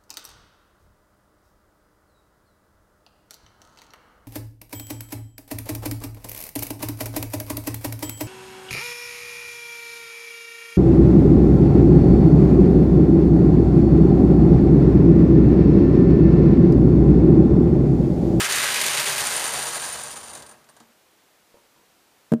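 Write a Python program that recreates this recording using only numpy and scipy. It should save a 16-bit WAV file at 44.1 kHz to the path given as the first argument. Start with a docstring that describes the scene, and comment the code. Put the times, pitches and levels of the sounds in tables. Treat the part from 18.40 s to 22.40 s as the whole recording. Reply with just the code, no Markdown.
"""A dense clatter of small hard plastic bricks, sliding from a tipped bin into a tub on a table.
Each impact clacks, rings the brick near 9 kHz and drums on bin, tub and table.
The stream thins to a few stragglers. The empty bin is bumped softly in the hands,
then set down with a hollow thud. A small room adds a short tail and a quiet room tone."""
import sys
import numpy as np
from scipy import signal
from scipy.fft import rfft, irfft
from scipy.io import wavfile
from scipy.ndimage import uniform_filter1d

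SR = 44100
rng = np.random.default_rng(int(sys.argv[2]) if len(sys.argv) > 2 else 0)


def file_out(sig):
    """Save sig as 16-bit WAV at sys.argv[1]."""
    # one column per channel
    cols = np.atleast_2d(sig).T
    # limit, then scale
    lim = np.clip(cols, -1, 1)
    pcm = np.round(lim * 32767).astype(np.int16)
    wavfile.write(sys.argv[1], SR, pcm)


N = 176400

HAND_CONTACT_S, PUSH_PEAK_S = 0.00038, 0.0025


def amp(db):
    """Decibels to gain."""
    return 10 ** (np.asarray(db) / 20)


def unit(x):
    """Scale to energy 1."""
    return x / np.sqrt(np.sum(x ** 2) + 1e-20)


def seconds(size):
    """Time axis."""
    return np.arange(size) / SR


def add(mix, start_s, sound):
    """Mix a sound in at start_s."""
    part = mix[max(round(start_s * SR), 0):][:len(sound)]
    part += sound[:len(part)]


def conv(x, response):
    """Convolve, keeping the length."""
    return signal.oaconvolve(x, response)[:len(x)]


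def colour(spectrum):
    """Minimum-phase response of energy 1 from rows of freq_hz, level_db."""
    freq_hz, level_db = np.transpose(spectrum)
    grid_hz = np.fft.rfftfreq(8192, 1 / SR)
    cepstrum = irfft(np.log(amp(np.interp(np.log(grid_hz + 1), np.log(freq_hz), level_db))))
    half = len(cepstrum) // 2
    cepstrum[1:half] *= 2
    cepstrum[half + 1:] = 0
    return unit(irfft(np.exp(rfft(cepstrum)))[:half])


def burst(t60_s, size):
    """Decaying noise: dense modes dying away together."""
    return unit(rng.standard_normal(size) * amp(-60 * seconds(size) / t60_s))


def scatter(hits, responses):
    """Each impact excites one response, picked at random."""
    which = rng.integers(0, len(responses), N)
    return sum(conv(hits * (which == k), response) for k, response in enumerate(responses))


def chatter(decay_s=0.0072, contacts_per_s=4000):
    """One knock: a first contact, then a quick dying run of others."""
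    t = seconds(1400)
    hits = rng.standard_normal(len(t)) * (rng.random(len(t)) < contacts_per_s / SR)
    hits[0] = 1.1
    return unit(hits * np.exp(-t / decay_s))


def room_tone():
    """Steady noise, strongest in the low mids."""
    # freq_hz, level_db
    noise_spectrum = [(18, -52), (30, -13), (89, -8.5), (195, -4), (340, -1), (815, -2.5), (1440, -5),
                      (15000, -15.5)]
    return signal.fftconvolve(rng.standard_normal(N), colour(noise_spectrum))[:N]


def room(x, low_t60_s=0.5, high_t60_s=0.47, split_hz=4470, build_s=0.0072):
    """Short diffuse tail; the treble dies slightly sooner."""
    onset = np.minimum(seconds(20000) / build_s, 1)
    tail = 0
    for band, t60_s, level_db in ("low", low_t60_s, 0), ("high", high_t60_s, -3):
        decay = unit(burst(t60_s, len(onset)) * onset)
        tail += amp(level_db) * signal.lfilter(*signal.butter(3, split_hz, band, fs=SR), decay)
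    return conv(x, tail)


def bin_boom(t60_scale, contact_s, low_cut_hz=126):
    """Hollow ring of the bin after a rounded push; damped by a load, longer when held empty."""
    # pitch_hz, level_db, unscaled_t60_s
    bin_modes = [(149.3, -12.5, 0.11), (177, -24, 0.16), (229.8, -1, 0.18), (310, -2.5, 0.068),
                 (446, -3, 0.086), (556, -1.5, 0.047), (620, -9.5, 0.18), (774, -6.5, 0.19)]
    t = seconds(16000)
    ring = sum(amp(db - 60 * t / (t60_s * t60_scale)) * np.cos(2 * np.pi * hz * t)
               for hz, db, t60_s in bin_modes)
    push = np.exp(-0.5 * ((t[:400] - PUSH_PEAK_S) / contact_s) ** 2)
    return signal.lfilter(*signal.butter(2, low_cut_hz, "high", fs=SR), conv(ring, push / push.sum()))


def handling():
    """Soft bumps on the bin as it is shaken out and turned upright."""
    # pitch_hz, level_db, t60_s
    wall_modes = [(350, -12, .14), (495, -6, 0.07), (562, 1.5, 0.07), (630, -14, 0.054), (810, -12, 0.089),
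                  (940, -9, .19), (1005, -6, 0.15), (1250, -18, 0.07)]
    # start_s, boom_db, knock_db
    hand_bumps = [(2.403, -48.5, -46), (2.49, -60, -54), (3.143, -72, -23.5), (3.171, -82, -28.5),
                  (3.363, -64, -33), (3.396, -71, -35)]
    out, t = np.zeros(N), seconds(9000)
    wall = unit(sum(amp(db - 60 * t / t60_s) * np.sin(2 * np.pi * hz * t)
                    for hz, db, t60_s in wall_modes))
    for start_s, boom_db, knock_db in hand_bumps:
        add(out, start_s, amp(boom_db) * bin_boom(t60_scale=2.2, contact_s=HAND_CONTACT_S))
        add(out, start_s, amp(knock_db) * unit(wall + conv(wall, chatter())))
    return out


def set_down():
    """The bin's edges meet the table in quick succession, each with a boom and a tick."""
    # start_s, push_db, contact_s, tick_db
    edge_blows = [(3.9196, -5.5, 0.00063, -20), (3.9214, -40, 0.00096, -9), (3.9245, -6.5, 0.00059, -12),
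                  (3.926, -6, 0.00051, -32), (3.9372, 2, 0.00064, -3)]
    # freq_hz, level_db
    tick_spectrum = [(200, -1.5), (700, 7), (1500, 0.5), (2200, -13.5), (2800, -11), (3700, -18.5),
                     (8000, -19.5), (12000, -20.5), (16000, -37)]
    out, tick = np.zeros(N), colour(tick_spectrum)
    for start_s, push_db, contact_s, tick_db in edge_blows:
        add(out, start_s - PUSH_PEAK_S, amp(push_db) * bin_boom(t60_scale=0.78, contact_s=contact_s))
        tail = amp(-4.5) * conv(burst(t60_s=0.051, size=4096), tick)
        add(out, start_s, amp(tick_db) * (tick + tail))
    return out


def panel(hits, spectrum, t60_s, spots):
    """Impacts drum on several spots of a panel."""
    return conv(scatter(hits, [burst(t60_s, size=6000) for _ in range(spots)]), colour(spectrum))


def hollow(hits, t60_s, width_hz=760):
    """The space over the heap resonates; its pitch moves as the bin tips and empties."""
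    # time_s, pitch_hz
    cavity_glide = [(0, 1440), (.25, 1800), (.5, 2100), (1.1, 1870)]
    drive = scatter(hits, [burst(t60_s, size=3000) for _ in range(12)])
    pitch_hz = np.interp(seconds(N), *np.transpose(cavity_glide))
    carrier = np.exp(2j * np.pi * np.cumsum(pitch_hz) / SR)
    pole = np.exp(-np.pi * width_hz / SR)
    # moving band-pass: shift down, low-pass, shift back
    baseband = signal.lfilter([(1 - pole) ** 1.55], [1, -2 * pole, pole * pole], drive / carrier)
    return (carrier * baseband).real * np.sqrt(8)


def brick_ring(detune=0.011):
    """Ring of one brick, a little off its neighbours in pitch."""
    # pitch_hz, level_db, t60_s
    brick_modes = [(6390, -18, 0.02), (7270, -8.5, 0.019), (9120, 3, 0.03), (9580, -3.5, 0.025)]
    t, ring = seconds(2500), 0
    for pitch_hz, level_db, t60_s in brick_modes:
        pitch_hz *= 1 + detune * rng.standard_normal()
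        ring += amp(level_db - 60 * t / t60_s) * np.sin(2 * np.pi * pitch_hz * t)
    return unit(ring)


def bricks(clacks, rings, variants=32, dull_from_s=0.74, dull_db_per_s=5, treble_hz=9950):
    """Brick on brick: a dry clack, smeared by close walls, and a short high ring."""
    # freq_hz, level_db
    clack_spectrum = [(300, -31.5), (1200, -8), (2400, -5.5), (3600, -2), (4800, 0), (5300, -5),
                      (7000, 1.5), (8200, -2.5), (10200, -6), (11200, -3.5), (13000, -8.5), (15300, -14)]
    shapes = [unit(burst(t60_s=0.004, size=2000) + amp(-3.5) * burst(t60_s=0.049, size=2000))
              for _ in range(variants)]
    clack = conv(scatter(clacks, shapes), colour(clack_spectrum))
    # slower bricks late in the pour are duller
    treble = signal.sosfiltfilt(signal.butter(6, treble_hz, "high", fs=SR, output="sos"), clack)
    treble_gain = amp(-dull_db_per_s * np.maximum(seconds(N) - dull_from_s, 0))
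    ring = scatter(rings, [brick_ring() for _ in range(variants)])
    return clack - (1 - treble_gain) * treble + ring


def stream(size_spread_db=3.5, clump_db=1.53, clump_s=0.015):
    """Clumped impacts of random size, at mean power 1."""
    # time_s, impacts_per_s
    brick_flow = [(0, 2360), (0.802, 2780), (1.5, 2230), (2.0, 1000), (2.3, 640)]
    t = seconds(N)
    impacts_per_s = np.interp(t, *np.transpose(brick_flow))
    knots_s = np.cumsum(rng.exponential(1, 2000)) * clump_s
    clumps = np.interp(t, knots_s, rng.standard_normal(len(knots_s)))
    sizes = amp(size_spread_db * np.minimum(rng.standard_normal(N), 2) + clump_db * clumps)
    hits = sizes * (rng.random(N) < impacts_per_s / SR) * rng.choice([-1, 1], N)
    power = uniform_filter1d(uniform_filter1d(hits ** 2, size=3000), size=3000)
    return hits / np.sqrt(abs(power) + 1e-6)


def pour(fade_from_s=2.36, fade_db_per_s=65, ring_rise_db_per_s=1.8, bin_t60_s=0.029):
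    """One stream of impacts drives the bricks, the bin, the tub and the table under it."""
    # time_s, bricks_db, bin_db, tub_db, table_db
    drive_levels = [(0.0, -24.5, -24.5, -41, -40), (0.04, -28, -25, -65, -51),
                    (0.06, -25.5, -26.5, -45, -49), (0.08, -32, -31.5, -33.5, -56),
                    (0.11, -27, -26, -40, -46), (0.6, -27.5, -27.5, -36.5, -45.5),
                    (0.72, -27, -30, -35.5, -46.5), (1.2, -30.5, -35.5, -35.5, -45.5),
                    (1.24, -30.5, -39.5, -35.5, -50.5), (1.46, -33.5, -40, -39.5, -49.5),
                    (1.85, -43.5, -54, -46, -54.5), (1.95, -46, -58, -46.5, -51),
                    (2.08, -58.5, -63, -54.5, -58.5), (2.27, -100, -72, -66, -69)]
    # hard landings and stragglers: start_s, clack_db, ring_db, tub_db
    landings = [(0.1203, 4, -4, -9), (.157, 1, -7, -19), (0.2373, -4, -9, -3.5), (.413, 2, -9, -20),
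                (0.4627, 3, -9, -16), (0.5424, -3, -6, -3.5), (0.5987, 3, -13, -13), (0.8029, -2, -16, -6),
                (0.8677, -3, -4, -25), (0.9636, -9, 2, -27), (1.0425, -10, 0.5, -7.5),
                (1.1357, -12, -3.5, -12), (1.2303, -12, -6, -14), (1.3567, -7.5, -4, -9),
                (1.4303, -12, -12, -12), (1.4612, -14, -10, -11), (1.5254, -20, -8, -32),
                (1.6353, -21, -6, -28), (1.713, -14, -12, -34), (1.77, -24, -17, -30),
                (1.897, -21, -16, -19), (1.9339, -22, -12, -40), (1.9513, -13, -13, -17),
                (1.974, -16, -31, -27), (2.0226, -17.5, -25, -23), (2.0634, -23, -22, -34),
                (2.092, -25, -19.5, -25), (2.1117, -24, -21, -21), (2.243, -35, -47, -47),
                (2.288, -29, -44, -28), (2.2947, -35, -29, -30), (2.3662, -27.5, -38, -24),
                (2.401, -26, -42, -25)]
    # panel responses: freq_hz, level_db
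    bin_spectrum = [(100, -30), (150, -13.5), (250, -28.5), (320, -22.5), (385, -5), (470, -14), (900, -7),
                    (1200, -5.5), (1400, -1), (2000, -1), (2900, -2.5), (4500, -7), (6000, -7.5),
                    (12000, -45)]
    tub_spectrum = [(150, -30), (350, -15.5), (430, -3.5), (500, -5.5), (570, -1), (710, -1.5), (850, -1.5),
                    (1020, 0), (1400, -6.5), (1680, -5), (2100, -18.5), (3000, -30.5)]
    table_spectrum = [(25, -35), (48, -17), (65, 4.5), (100, -3.5), (145, 3.5), (190, -8), (228, 9.5),
                      (275, -5.5), (350, 0), (450, -11.5), (900, -26)]
    t, hits = seconds(N), stream()
    times_s, *levels_db = np.transpose(drive_levels)
    fade_db = fade_db_per_s * np.maximum(t - fade_from_s, 0)
    on_bricks, on_bin, on_tub, on_table = [hits * amp(np.interp(t, times_s, db) - fade_db)
                                           for db in levels_db]
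    clacks = amp(-1.5) * on_bricks
    # bricks ring more freely as the stream thins
    rings = amp(rng.uniform(-16.2, 0, N) + ring_rise_db_per_s * t) * on_bricks
    for start_s, clack_db, ring_db, tub_db in landings:
        contacts = chatter()
        add(clacks, start_s, amp(clack_db) * contacts)
        add(rings, start_s, amp(ring_db) * contacts)
        add(on_tub, start_s, amp(tub_db) * contacts)
    loaded_boom = unit(bin_boom(t60_scale=0.8, contact_s=HAND_CONTACT_S))
    return (bricks(clacks, rings)
            + amp(-0.4) * panel(on_bin, bin_spectrum, bin_t60_s, spots=24)
            + amp(-8) * hollow(on_bin, bin_t60_s)
            + amp(-0.5) * panel(on_tub, tub_spectrum, t60_s=0.072, spots=20)
            + amp(-2.5) * panel(on_table, table_spectrum, t60_s=0.14, spots=8)
            + amp(-9) * conv(on_table, loaded_boom))


def scene():
    """Pour, handling and thud over quiet room tone; mono."""
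    rattle, thud = pour() + handling(), set_down()
    tone = amp(-60) * room_tone()
    reverb = room(amp(-8.5) * rattle + amp(-17) * thud)
    return (rattle + thud + reverb + tone)[None]


def record(dry):
    """Slow gain control ducks the ring of the thud; a low-pass follows."""
    limit_db, attack_s, recover_db_per_s, cutoff_hz = -18, 0.017, 5, 15380
    pole = np.exp(-1 / (attack_s * SR))
    level_db = 10 * np.log10(signal.lfilter([1 - pole], [1, -pole], dry[0] ** 2) + 1e-12)
    recovery_db = recover_db_per_s * seconds(N)
    held_db = np.maximum.accumulate(level_db + recovery_db) - recovery_db
    over_db = np.maximum(held_db - limit_db, 0)
    ducked = dry * amp(-uniform_filter1d(over_db, size=200))
    low_pass = signal.firwin(801, cutoff_hz, window=("kaiser", 9), fs=SR)
    return signal.oaconvolve(np.pad(ducked, ((0, 0), (400, 400)), "edge"), low_pass[None], "valid")


dry = scene()
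out = record(dry)
file_out(out)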